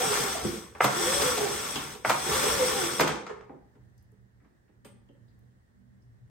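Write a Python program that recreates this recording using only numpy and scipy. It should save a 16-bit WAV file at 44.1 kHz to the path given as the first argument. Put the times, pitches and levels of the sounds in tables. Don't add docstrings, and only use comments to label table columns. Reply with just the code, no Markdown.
import sys
import numpy as np
from scipy import signal
from scipy.fft import rfft, irfft, next_fast_len
from scipy.io import wavfile
from scipy.ndimage import uniform_filter1d, map_coordinates

SR = 44100
rng = np.random.default_rng(int(sys.argv[2]) if len(sys.argv) > 2 else 0)


def nominal_scale(level):
    x = np.asarray(level, float) / 20
    return 10 ** x


def unload_wav(signal):
    wavfile.write(
        sys.argv[1],
        SR,
        np.round(np.clip(np.atleast_2d(signal).T, -1, 1) * 32767).astype(np.int16),
    )


N = 277808

# f/Hz, level/dB per Hz
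AIR_COLOUR = [(20, -26.5), (50, -8), (90, -10), (140, -17), (330, -25), (620, -31), (1300, -37.5),
              (1860, -31), (2320, -46), (7000, -50), (9000, -48.5), (10800, -59.5), (13500, -53.5),
              (16000, -51)]
# f/Hz, likeness
AIR_ALIKE = [(60, 0.91), (240, 0.36), (950, -0.38), (3770, -0.072), (15000, -0.33)]
# from t/s, until t/s, hum level/dB, drone level/dB
HUM_SWELLS = [
    (0, 3.7, -68, -67),
    (3.75, 4.4, -60, -73),
    (4.8, 5.57, -60, -68.5),
    (5.75, 6.05, -62, -63.5),
    (6.05, 6.33, -54, -69),
]
SWELL_FADE_S, LULL_DB = 0.13, -70.5
# f/Hz, width/Hz, level/dB
DRONE = [(192, 6, 0), (240, 7, -4)]
# f/Hz, time to fall 60 dB/s
ROOM_DECAY = [(100, 0.51), (1000, 0.55), (5000, 0.42), (9000, 0.3), (12000, .15), (14000, 0.038)]
# f/Hz, likeness
ROOM_ALIKE = [(170, 1.0), (350, 0.35), (1000, 0.18)]

# t/s, peak level/dB, f/Hz, width share, time to fall 60 dB/s
TICKS = [(.004, -28, 765, 0.068, 0.3), (.35, -27, 684, 0.14, 0.11), (1.375, -31, 700, 0.12, 0.18),
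         (3.495, -45, 558, 0.6, 0.16), (4.93, -58, 357, .08, .12), (3.076, -33.5, 3307, 0.0396, 0.0596),
         (5.089, -60.5, 498.3, 0.16, .22), (1.755, -33.5, 3130, 0.11, 0.095),
         (3.978, -72, 5380, 0.16, 0.11), (3.979, -66, 9850, 0.47, 0.017), (4.026, -69.5, 12020, 0.3, 0.027),
         (4.118, -70.5, 9080, 0.49, 0.019), (4.40, -73.5, 1500, 0.44, 0.23), (4.445, -67, 1100, 0.86, 0.11),
         (4.68, -77.5, 1806, 0.51, 0.18), (4.848, -58.5, 8600, 0.07, 0.25),
         (4.851, -60.5, 2496, 0.41, 0.16), (4.848, -69, 5200, 0.32, 0.12), (4.848, -65, 12780, 0.18, 0.19),
         (5.088, -64.5, 3000, 0.07, 0.057), (4.85, -54, 500, 0.2, 0.08), (5.281, -75, 4250, 0.16, 0.096),
         (5.392, -68.5, 11930, 0.34, .015), (6.02, -78, 5290, 0.1, 0.077)]
# t/s, peak level/dB, f/Hz, width share, time to fall 60 dB/s
LURCHES = [
    (.443, -23, 190, 0.6, 0.12),
    (0.811, -33.5, 140, 0.15, 0.34),
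    (2.056, -36.5, 140, 0.15, 0.28),
]
SNAP_DB, SNAP_T60_S = -6.5, 0.006
# f/Hz, likeness
TICKS_ALIKE = [(150, 0.94), (600, 0.34)]

# f/Hz, width/Hz, level/dB
CASING = [(565, 100, -5.5), (765, 19, 0), (880, 84, -3), (1129, 140, 0.5), (1377, 60, 3), (1532, 120, -3.5),
          (1780, 54, 0), (2100, 280, -4.5), (2440, 660, -11.5)]
# f/Hz, width/Hz, level/dB
CART = [(140, 8.9, -2.5), (201.4, 44, -2.5), (244, 75, -2.5), (352.7, 110, -5.5)]
# f/Hz, width/Hz, level/dB
PANEL = [(425, 45, 0), (495, 50, -5)]
# f/Hz, level/dB per Hz
CLACK_COLOUR = [(1290, -26), (2200, -1.5), (7520, -8), (8240, -12.5), (10700, -18.5), (13800, -17.5),
                (16000, -32)]
# t/s, peak level/dB, thud level/dB, clack level/dB, panel ring level/dB
KNOCKS = [(0.3598, -36, -7, -5, -5.5), (0.443, -35.5, 7.5, -8.5, 2.5), (0.7495, -34, -22.5, -26.5, -16),
          (0.8411, -17, -9.5, -7.5, -21), (1.2151, -23.5, -11.5, -6, -4.5),
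          (1.3774, -29.5, -11, -2.5, -3.5), (1.756, -29.5, -6.5, -3.5, -14.5),
          (1.9486, -43, -9.5, -7.5, -5.5), (2.0474, -19, -18, -23.5, -23), (2.0944, -19.5, -15, -5.5, -10),
          (2.4314, -26.5, -14, -2.5, -4), (2.4596, -27, -12.5, -19.5, -2.5), (2.9955, -18, -14, -10, -14),
          (3.0067, -17, -12.5, -10.5, -10), (3.0747, -23.5, -16.5, -7, -17.5), (3.155, -35, -12, -10, 3.5),
          (3.2644, -35.5, -45, -12, -11), (3.294, -36, -20, -20, -5), (3.306, -47.5, -12, -22, 8),
          (3.4082, -50, -12, -16, -5), (3.494, -60.5, 14.5, -30.5, 14.5), (4.8463, -47, -4, -9.5, -7)]
# t/s, peak level/dB, thud level/dB
BUMPS = [
    (3.543, -62, 6.5),
    (3.7507, -59, 0.5),
    (4.1194, -73, 3),
    (4.4108, -74, 12),
    (4.4515, -67.5, 6.5),
    (4.69, -69.5, 10.5),
    (5.09, -69.5, 10.5),
    (5.159, -74, 9),
    (5.4194, -74, 1),
]
BUMP_CLACK_DB, BUMP_RING_DB = -21, 1
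HOLLOW_DB, HOLLOW_SHARE = -3, 0.096
DULL_HZ = 1200
HARDNESS = 1.7
# f/Hz, likeness
BLOWS_ALIKE = [(180, 1.0), (500, 0.3), (3000, 0.68), (12000, 0.3)]
# t/s, peak level/dB, contact time/ms
CATCHES = [(.8047, -22, 0.12), (0.806, -9.5, 0.32), (0.8085, -11, 0.11), (.8185, -20, 0.24),
           (0.8417, -19.5, 0.27), (0.8468, -18, 0.18), (.8535, -21, 0.26), (.858, -22.5, 0.36),
           (.867, -23.5, .3), (.8805, -22, 0.23), (2.0475, -21.5, 0.11), (2.0489, -15.5, .2),
           (2.0525, -20, 0.16), (2.057, -25, .1), (2.0935, -24.5, 0.17), (2.0965, -16.5, 0.35),
           (2.103, -14.5, 0.27), (2.1135, -19.5, .2), (2.122, -27, 0.23), (2.994, -26, .1),
           (2.9972, -13.5, .25), (3.0065, -19, .35), (3.0098, -21, 0.19), (3.016, -19, 0.29),
           (3.073, -24.5, .15), (3.0905, -23, 0.29), (3.266, -35, 0.083), (3.295, -42, .3),
           (3.409, -44.5, 0.17), (3.495, -45.5, 0.54)]

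# t/s, level/dB, f/Hz, length/s
SONGS = [(.005, -28.5, 752, 0.056), (.09, -29, 416, .055), (0.973, -30.5, 344, .09),
         (.995, -30.5, 440, 0.063), (1.075, -31, 516, .06), (1.154, -29, 546, 0.037), (1.21, -28, 436, .05),
         (1.225, -29, 504.3, 0.081), (1.395, -28, 415, .065), (1.455, -36, 350, .04),
         (1.38, -33, 819.6, .06), (2.255, -30, 354, .04), (2.275, -31.5, 793, 0.065),
         (2.305, -30.5, 1155, .055), (2.35, -27, 509, .045), (2.425, -27, 449.5, .04),
         (2.465, -27.5, 498, .035), (2.495, -32, 490, .03), (2.48, -31, 591, 0.062),
         (2.575, -29.5, 510.7, 0.1), (2.69, -30, 431.4, .05), (2.72, -34, 817, .05),
         (2.81, -30.5, 341, .06)]
# t/s, f/Hz, level/dB
WHINE = [
    [(0.0, 494.5, -27), (0.04, 442.3, -37.5), (0.12, 418.8, -36.5), (0.22, 410, -44.5), (0.4, 365, -52.5)],
    [(0.95, 316, -39), (1.03, 438.3, -35), (1.094, 522.7, -36.5), (1.17, 567.6, -35), (1.205, 548, -48),
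     (1.25, 511.2, -37.5), (1.368, 441.7, -43.5), (1.44, 410.6, -38.5), (1.51, 358.2, -48.5)],
    [(2.24, 372.4, -43.5), (2.33, 428.5, -36.5), (2.375, 502, -39), (2.42, 558.4, -44), (2.52, 598, -42.5),
     (2.6, 523, -36), (2.72, 441.7, -39), (2.83, 353.3, -40), (2.94, 305, -54.5)],
]
# f/Hz, width/Hz, level/dB
WHINE_BODY = [(355, 30, -2), (442, 29, 0), (514, 51, 0), (593.4, 57, -5)]
BODY_PASS, STRANDS_DB = 0.51, -14
# f/Hz, width/Hz, level/dB
OCTAVE_BODY = [(765.0, 51, 3.5), (1190, 33, -7.5)]

# f/Hz, level/dB per Hz
SCRAPE_COLOUR = [(1200, -12), (2000, -12.5), (3400, -11.5), (4500, -13.5), (6500, -12.5), (8500, -16.5),
                 (10000, -17.5), (10900, -19.5), (12000, -17), (14500, -22), (16000, -25)]
# f/Hz, width/Hz, level/dB
CUP = [(3285, 60, -2), (3510, 110, -4), (5033, 60, -5), (5545, 65, .5), (6000, 150, -5), (7320, 200, -7),
       (8010, 90, 0), (8200, 100, .5), (8420, 220, -1.5), (9750, 450, -7)]
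# t/s, effort level/dB
EFFORT = [
    [(0.0, -29), (0.176, -29.5), (0.326, -33.5), (0.404, -38), (0.578, -42), (0.742, -62.5), (0.8, -59)],
    [(0.812, -37.5), (0.848, -29.5), (0.886, -35.5), (1.1, -27), (1.19, -28), (1.376, -31), (1.71, -35),
     (1.93, -44), (2.04, -58.5)],
    [(2.055, -40.5), (2.101, -34), (2.149, -38), (2.313, -30), (2.441, -27.5), (2.62, -28.5),
     (2.917, -32.5), (2.975, -34.5)],
    [(3.007, -30.5), (3.049, -38.5), (3.111, -34), (3.191, -45.5), (3.24, -50.5), (3.291, -55),
     (3.43, -60.5), (3.53, -95)],
]
# from t/s, until t/s
CORD_SLACK = [
    (0.8, 0.78),
    (2.045, 2.25),
]
SLACK_DB, TAKE_UP_S = -14.5, 0.08
STOP_S = 3.03
FULL_DB = -30
CASING_DB, CASING_GROWS = -34.5, 0.96
CART_DB, CART_GROWS = -40, 0.75
THROB_DB, THROB_GROWS = -57.5, 0.25
# t/s, throb level/dB
STROKES = [(.07, -53.5), (.17, -51), (.37, -50), (.47, -41.5), (1.1, -43.5), (1.2, -47.5), (1.36, -46),
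           (1.6, -50), (1.79, -46.5), (2.36, -40.5), (2.55, -43.5), (2.661, -49), (3.04, -46)]
STROKE_RISE_S, STROKE_T60_S = 0.048, 0.32
GRAINS_PER_S, GRAINS_DB, GRAIN_SCATTER_DB = 400, -6, 4
# f/Hz, likeness
MACHINE_ALIKE = [(60, 1), (150, .9), (200, .88), (380, .6), (950, 0.095), (2400, 0.52), (6000, 0.27),
                 (15000, 0.53)]
# f/Hz, left over right level/dB
MACHINE_LEAN = [(60, 0.5), (150, 0), (380, -3.5), (950, 1), (2380, -1.5), (5980, 5), (15000, -1)]
# f/Hz, phase/radians
MACHINE_TWIST = [(0, -1), (3270, 0.02), (4390, 2), (6720, -6.5), (7150, -19.5), (8270, -5), (10500, -15.5),
                 (14300, -19), (16400, -18.5)]


def unit(x):
    return x / np.sqrt(np.mean(x ** 2) + 1e-20)


def along(points, hz):
    f, v = np.transpose(points)
    return np.interp(np.log(hz + 1), np.log(f + 1), v)


def curves(rows, after=None):
    s, *cols = np.transpose(rows)
    return [np.interp(np.arange(N) / SR, s, c, right=after) for c in cols]


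def wobble(rate):
    coarse = np.arange(0, N + 16, 16)
    knots = rng.standard_normal(int(N * rate / SR) + 4)
    smooth = map_coordinates(knots, [coarse * rate / SR])
    return unit(np.interp(np.arange(N), coarse, smooth))


def between(start, end, fade_s):
    t = np.arange(N) / SR
    return np.clip(np.minimum(t - start, end - t) / fade_s + 0.5, 0, 1)


def filtered(x, response):
    m = next_fast_len(N + SR // 2)
    return irfft(rfft(x, m) * response(np.fft.rfftfreq(m, 1 / SR)), m)[..., :N]


def modes(table, spread=1):
    return lambda f: sum((-1) ** k * nominal_scale(db) * 1j * f * w * spread / (c * c - f * f + 1j * f * w * spread)
                         for k, (c, w, db) in enumerate(table))


def per_noise(response):
    scale = np.sqrt(np.mean(np.abs(response(np.linspace(1, SR / 2, 8000))) ** 2))
    return lambda f: response(f) / scale


def shell(spread, part=slice(None)):
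    return lambda f: modes(CASING[part], spread)(f) / (1 + 1j * f / 3000) ** 2 / (1 + 480 / (1j * f + 1)) ** 2


def dull(table):
    return lambda f: modes(table)(f) / (1 + 1j * f / DULL_HZ) ** 3


def grit(spiky_db, rate, patchy_db=2.0):
    z = signal.stft(rng.standard_normal((2, N)), nperseg=256)[2]
    field = uniform_filter1d(rng.standard_normal(z.shape[1:]), size=3, axis=0)
    field = uniform_filter1d(field, size=9, axis=1)
    pair = signal.istft(z * nominal_scale(patchy_db * unit(field)), nperseg=256)[1][:, :N]
    return unit(nominal_scale(spiky_db * wobble(rate)) * pair)


def spread_out(pair, alike):
    turn = lambda hz: np.arccos(np.clip(along(alike, hz), -1, 1)) / 2
    mid, side = filtered(pair, lambda hz: np.array([np.cos(turn(hz)), np.sin(turn(hz))]))
    return np.array([mid + side, mid - side])


def hush():
    swells = np.array([between(a, b, SWELL_FADE_S) for a, b, *_ in HUM_SWELLS])
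    lull = nominal_scale([[LULL_DB], [LULL_DB - 9]])
    hum_gain, drone_gain = nominal_scale(np.transpose(HUM_SWELLS)[-2:]) @ swells + lull
    air = unit(filtered(grit(0.21, 49, patchy_db=1.0), lambda f: nominal_scale(along(AIR_COLOUR, f))))
    hum = unit(filtered(rng.standard_normal((2, N)), lambda f: modes([(120, 14, 0)])(f) ** 2))
    drone = unit(filtered(rng.standard_normal((2, N)), lambda f: modes(DRONE)(f) ** 2))
    mix = nominal_scale(-62.5 + 0.795 * wobble(3.3)) * air
    mix += nominal_scale(-3.0 + 1.0 * wobble(6.7)) * hum_gain * hum
    mix += nominal_scale(1.5 * wobble(5.3)) * drone_gain * drone
    return nominal_scale([[-0.8], [0.8]]) * spread_out(mix, AIR_ALIKE)


def shop(x):
    hz, t, z = signal.stft(rng.standard_normal((2, SR // 2)), SR, nperseg=256)
    tail = signal.istft(z * nominal_scale(-60 * t / along(ROOM_DECAY, hz)[:, None]), SR, nperseg=256)[1]
    late = np.pad(x, ((0, 0), (300, 0)))
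    return signal.fftconvolve(late, tail / np.linalg.norm(tail[0]), axes=1)[:, :N]


def ticks():
    out, t = np.zeros((2, N + SR)), np.arange(SR // 4) / SR

    def band_noise(edges, shape):
        band = signal.butter(3, np.clip(edges, 0.002, 0.99), "band", output="sos")
        return unit(signal.sosfilt(band, rng.standard_normal(shape)))

    for s, db, hz, share, t60 in TICKS + LURCHES:
        edges = np.clip(hz * (1 + abs(share)) ** np.array([-1, 1]) / (SR / 2), 0.002, 0.99)
        spot = out[:, round(s * SR):][:, :len(t)]
        puff = band_noise(edges, (2, len(t)))
        spot += nominal_scale(db + 1.0 - 60 * t / abs(t60)) * puff * (1 - np.exp(-t * hz))
        click = band_noise(edges * [0.4, 2.5], len(t))
        spot += nominal_scale(db + SNAP_DB - 60 * t / SNAP_T60_S) * click
    return out[:, :N]


def bursts(rows, rise_s, tail_db, longer):
    out, t = np.zeros((2, N + SR)), np.arange(SR // 2) / SR
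    for s, db, t60 in rows:
        decay = nominal_scale(-60 * t / t60) + nominal_scale(tail_db - 60 * t / (longer * t60))
        out[:, round(s * SR):][:, :len(t)] += nominal_scale(db) * (1 - np.exp(-t / rise_s)) * decay
    return out[:, :N] * grit(1.0, 300, patchy_db=1.5)


def knocks():
    bumps = [(*row, BUMP_CLACK_DB, BUMP_RING_DB) for row in BUMPS]
    s, db, thud, clack, ring = np.transpose(KNOCKS + bumps)
    hollow = HOLLOW_DB + HOLLOW_SHARE * thud
    low, high = slice(None, 3), slice(3, None)
    clack_body = lambda f: nominal_scale(along(CLACK_COLOUR, f)) / (1 + (f / 9500) ** 8)
    parts = [(db - 9.5, 0.06, -8, shell(1.8, high)),
             (db + hollow - 3.0, 0.055, -8, shell(1.0, low)),
             (db + thud - 1.5, 0.09, -8, dull(CART)),
             (db + ring + 2.5, 0.045, -9, dull(PANEL)),
             (db + clack, 0.06, -12, clack_body),
             (HARDNESS * (db + clack) + 14.5, 0.04, -16, modes([(12700, 2600, 0)]))]
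    blows = np.zeros((2, N))
    for level, t60, tail_db, body in parts:
        rows = [(a, b, t60) for a, b in zip(s, level)]
        burst = bursts(rows, rise_s=0.0012, tail_db=tail_db, longer=2.7)
        blows += filtered(burst, per_noise(body))
    return spread_out(blows, BLOWS_ALIKE)


def catches():
    push = np.zeros(N)
    for s, db, contact_ms in CATCHES:
        progress = (np.arange(64) + 0.5) / (abs(contact_ms) * SR / 1000)
        pulse = np.sin(np.pi * np.clip(progress, 0, 1)) + 1e-9
        push[round(s * SR):][:len(pulse)] += nominal_scale(db + 18) * pulse / pulse.sum()
    blunt = lambda f: shell(spread=4.2)(f) / (1 + 1j * f / 3200) ** 2
    return filtered(push, per_noise(blunt)) * np.ones((2, 1))


def songs():
    out = np.zeros((2, N + SR))
    for s, db, hz, length in SONGS:
        t = np.arange(round(length * SR)) / SR
        tone = np.sin(2 * np.pi * hz * t + [[0], [1.1]])
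        out[:, round(s * SR):][:, :len(t)] += nominal_scale(db) * np.sin(np.pi * t / length) ** 2 * tone
    return nominal_scale(-2.5 + 1.6 * wobble(70)) * out[:, :N]


def whine():
    t, out, octave = np.arange(N) / SR, np.zeros((2, N)), np.zeros(N)
    strands = unit(filtered(rng.standard_normal(N), lambda f: modes(WHINE_BODY)(f) ** 2))
    for rows in WHINE:
        pitch_hz, level_db = curves(rows)
        fade = np.clip(np.minimum(t - rows[0][0] + 0.0146, rows[-1][0] - t) / 0.05, 0, 1)
        turn = 2 * np.pi * np.cumsum(pitch_hz * (1 + 0.016 * wobble(60))) / SR
        drift = 0.27 * wobble(9)
        uneven = nominal_scale(2.5 * wobble(22) + 1.8 * np.array([wobble(130), wobble(130)]))
        tone = np.sin([turn, turn + 0.76 + drift]) + nominal_scale(STRANDS_DB) * strands
        out += fade * nominal_scale(level_db + 2.5) * uneven * tone
        octave += fade * nominal_scale(level_db - 0.5 + 0.83 * wobble(40)) * np.sin(2 * turn)
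    caught = filtered(out, lambda f: BODY_PASS + np.abs(modes(WHINE_BODY)(f)))
    return caught + filtered(octave, modes(OCTAVE_BODY))


def ratchet():
    hit = rng.random((2, N)) < GRAINS_PER_S / SR
    size_db = GRAIN_SCATTER_DB * np.minimum(rng.exponential(size=(2, N)), 2)
    return unit(hit * nominal_scale(size_db) * np.sign(rng.standard_normal((2, N))))


def strokes():
    out, t = np.zeros(N + SR), np.arange(SR // 2) / SR
    for s, db in STROKES:
        swell = nominal_scale(db - 60 * t / STROKE_T60_S) * (1 - np.exp(-t / STROKE_RISE_S)) * 3
        out[max(round((s - STROKE_RISE_S) * SR), 0):][:len(t)] += swell
    return out[:N]


def spin():
    t = np.arange(N) / SR
    effort_db, = curves(np.vstack(EFFORT), after=-160)
    slack_db = SLACK_DB * sum((t > a) * np.clip((b - t) / TAKE_UP_S, 0, 1) for a, b in CORD_SLACK)
    shake_db = effort_db - FULL_DB + slack_db
    rest_s = np.maximum(t - STOP_S, 0)
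    flutter = wobble(12)

    rub = grit(0.67, 300) + nominal_scale(GRAINS_DB) * ratchet()
    hiss = unit(filtered(rub, lambda f: nominal_scale(along(SCRAPE_COLOUR, f))))
    cup = lambda f: modes(CUP, spread=1.4)(f) ** 2
    ring = unit(filtered(grit(0.76, 110, patchy_db=-0.4), cup))
    scrape = unit(hiss + nominal_scale(-2 + 1.3 * wobble(25)) * ring)
    scrape = nominal_scale(effort_db - 40 * rest_s + 0.88 * flutter) * scrape
    dulled = filtered(scrape, lambda f: 1 / (1 + (f / 9000) ** 6))
    scrape = dulled + (scrape - dulled) * nominal_scale(-120 * rest_s)

    casing_db = CASING_DB + CASING_GROWS * shake_db + 0.68 * flutter + 0.71 * wobble(30)
    casing = nominal_scale(casing_db) * unit(filtered(grit(0.94, 150), shell(spread=0.95)))
    cart_db = CART_DB + CART_GROWS * shake_db + 0.9 * wobble(15)
    cart = nominal_scale(cart_db) * unit(filtered(grit(2.0, 60), modes(CART + PANEL, spread=1.5)))
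    throb_gain = nominal_scale(THROB_DB + THROB_GROWS * shake_db) + strokes()
    throb = throb_gain * unit(filtered(grit(1.3, 7.7), lambda f: modes([(69, 26, 0)])(f) ** 2))
    return spread_out(scrape + casing + cart + throb, MACHINE_ALIKE)


def scene():
    hits = knocks() + catches() + spread_out(ticks(), TICKS_ALIKE) + whine() + songs()
    machine = spin() + hits + nominal_scale(-5.0) * spread_out(shop(hits), ROOM_ALIKE)
    halves = [0.5, -0.5]
    lean = lambda f: nominal_scale(np.outer(halves, along(MACHINE_LEAN, f)))
    twist = lambda f: np.exp(1j * np.outer(halves, along(MACHINE_TWIST, f)))
    return filtered(machine, lambda f: lean(f) * twist(f)) + hush()


def band_limit(x):
    return signal.sosfilt(signal.butter(12, 16830, fs=SR, output="sos"), x)


def record(dry):
    heard = filtered(dry, lambda f: (f < 15900) / (1 + (38 / (f + 1)) ** 3))
    return band_limit(heard)


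dry = scene()
out = record(dry)
unload_wav(out)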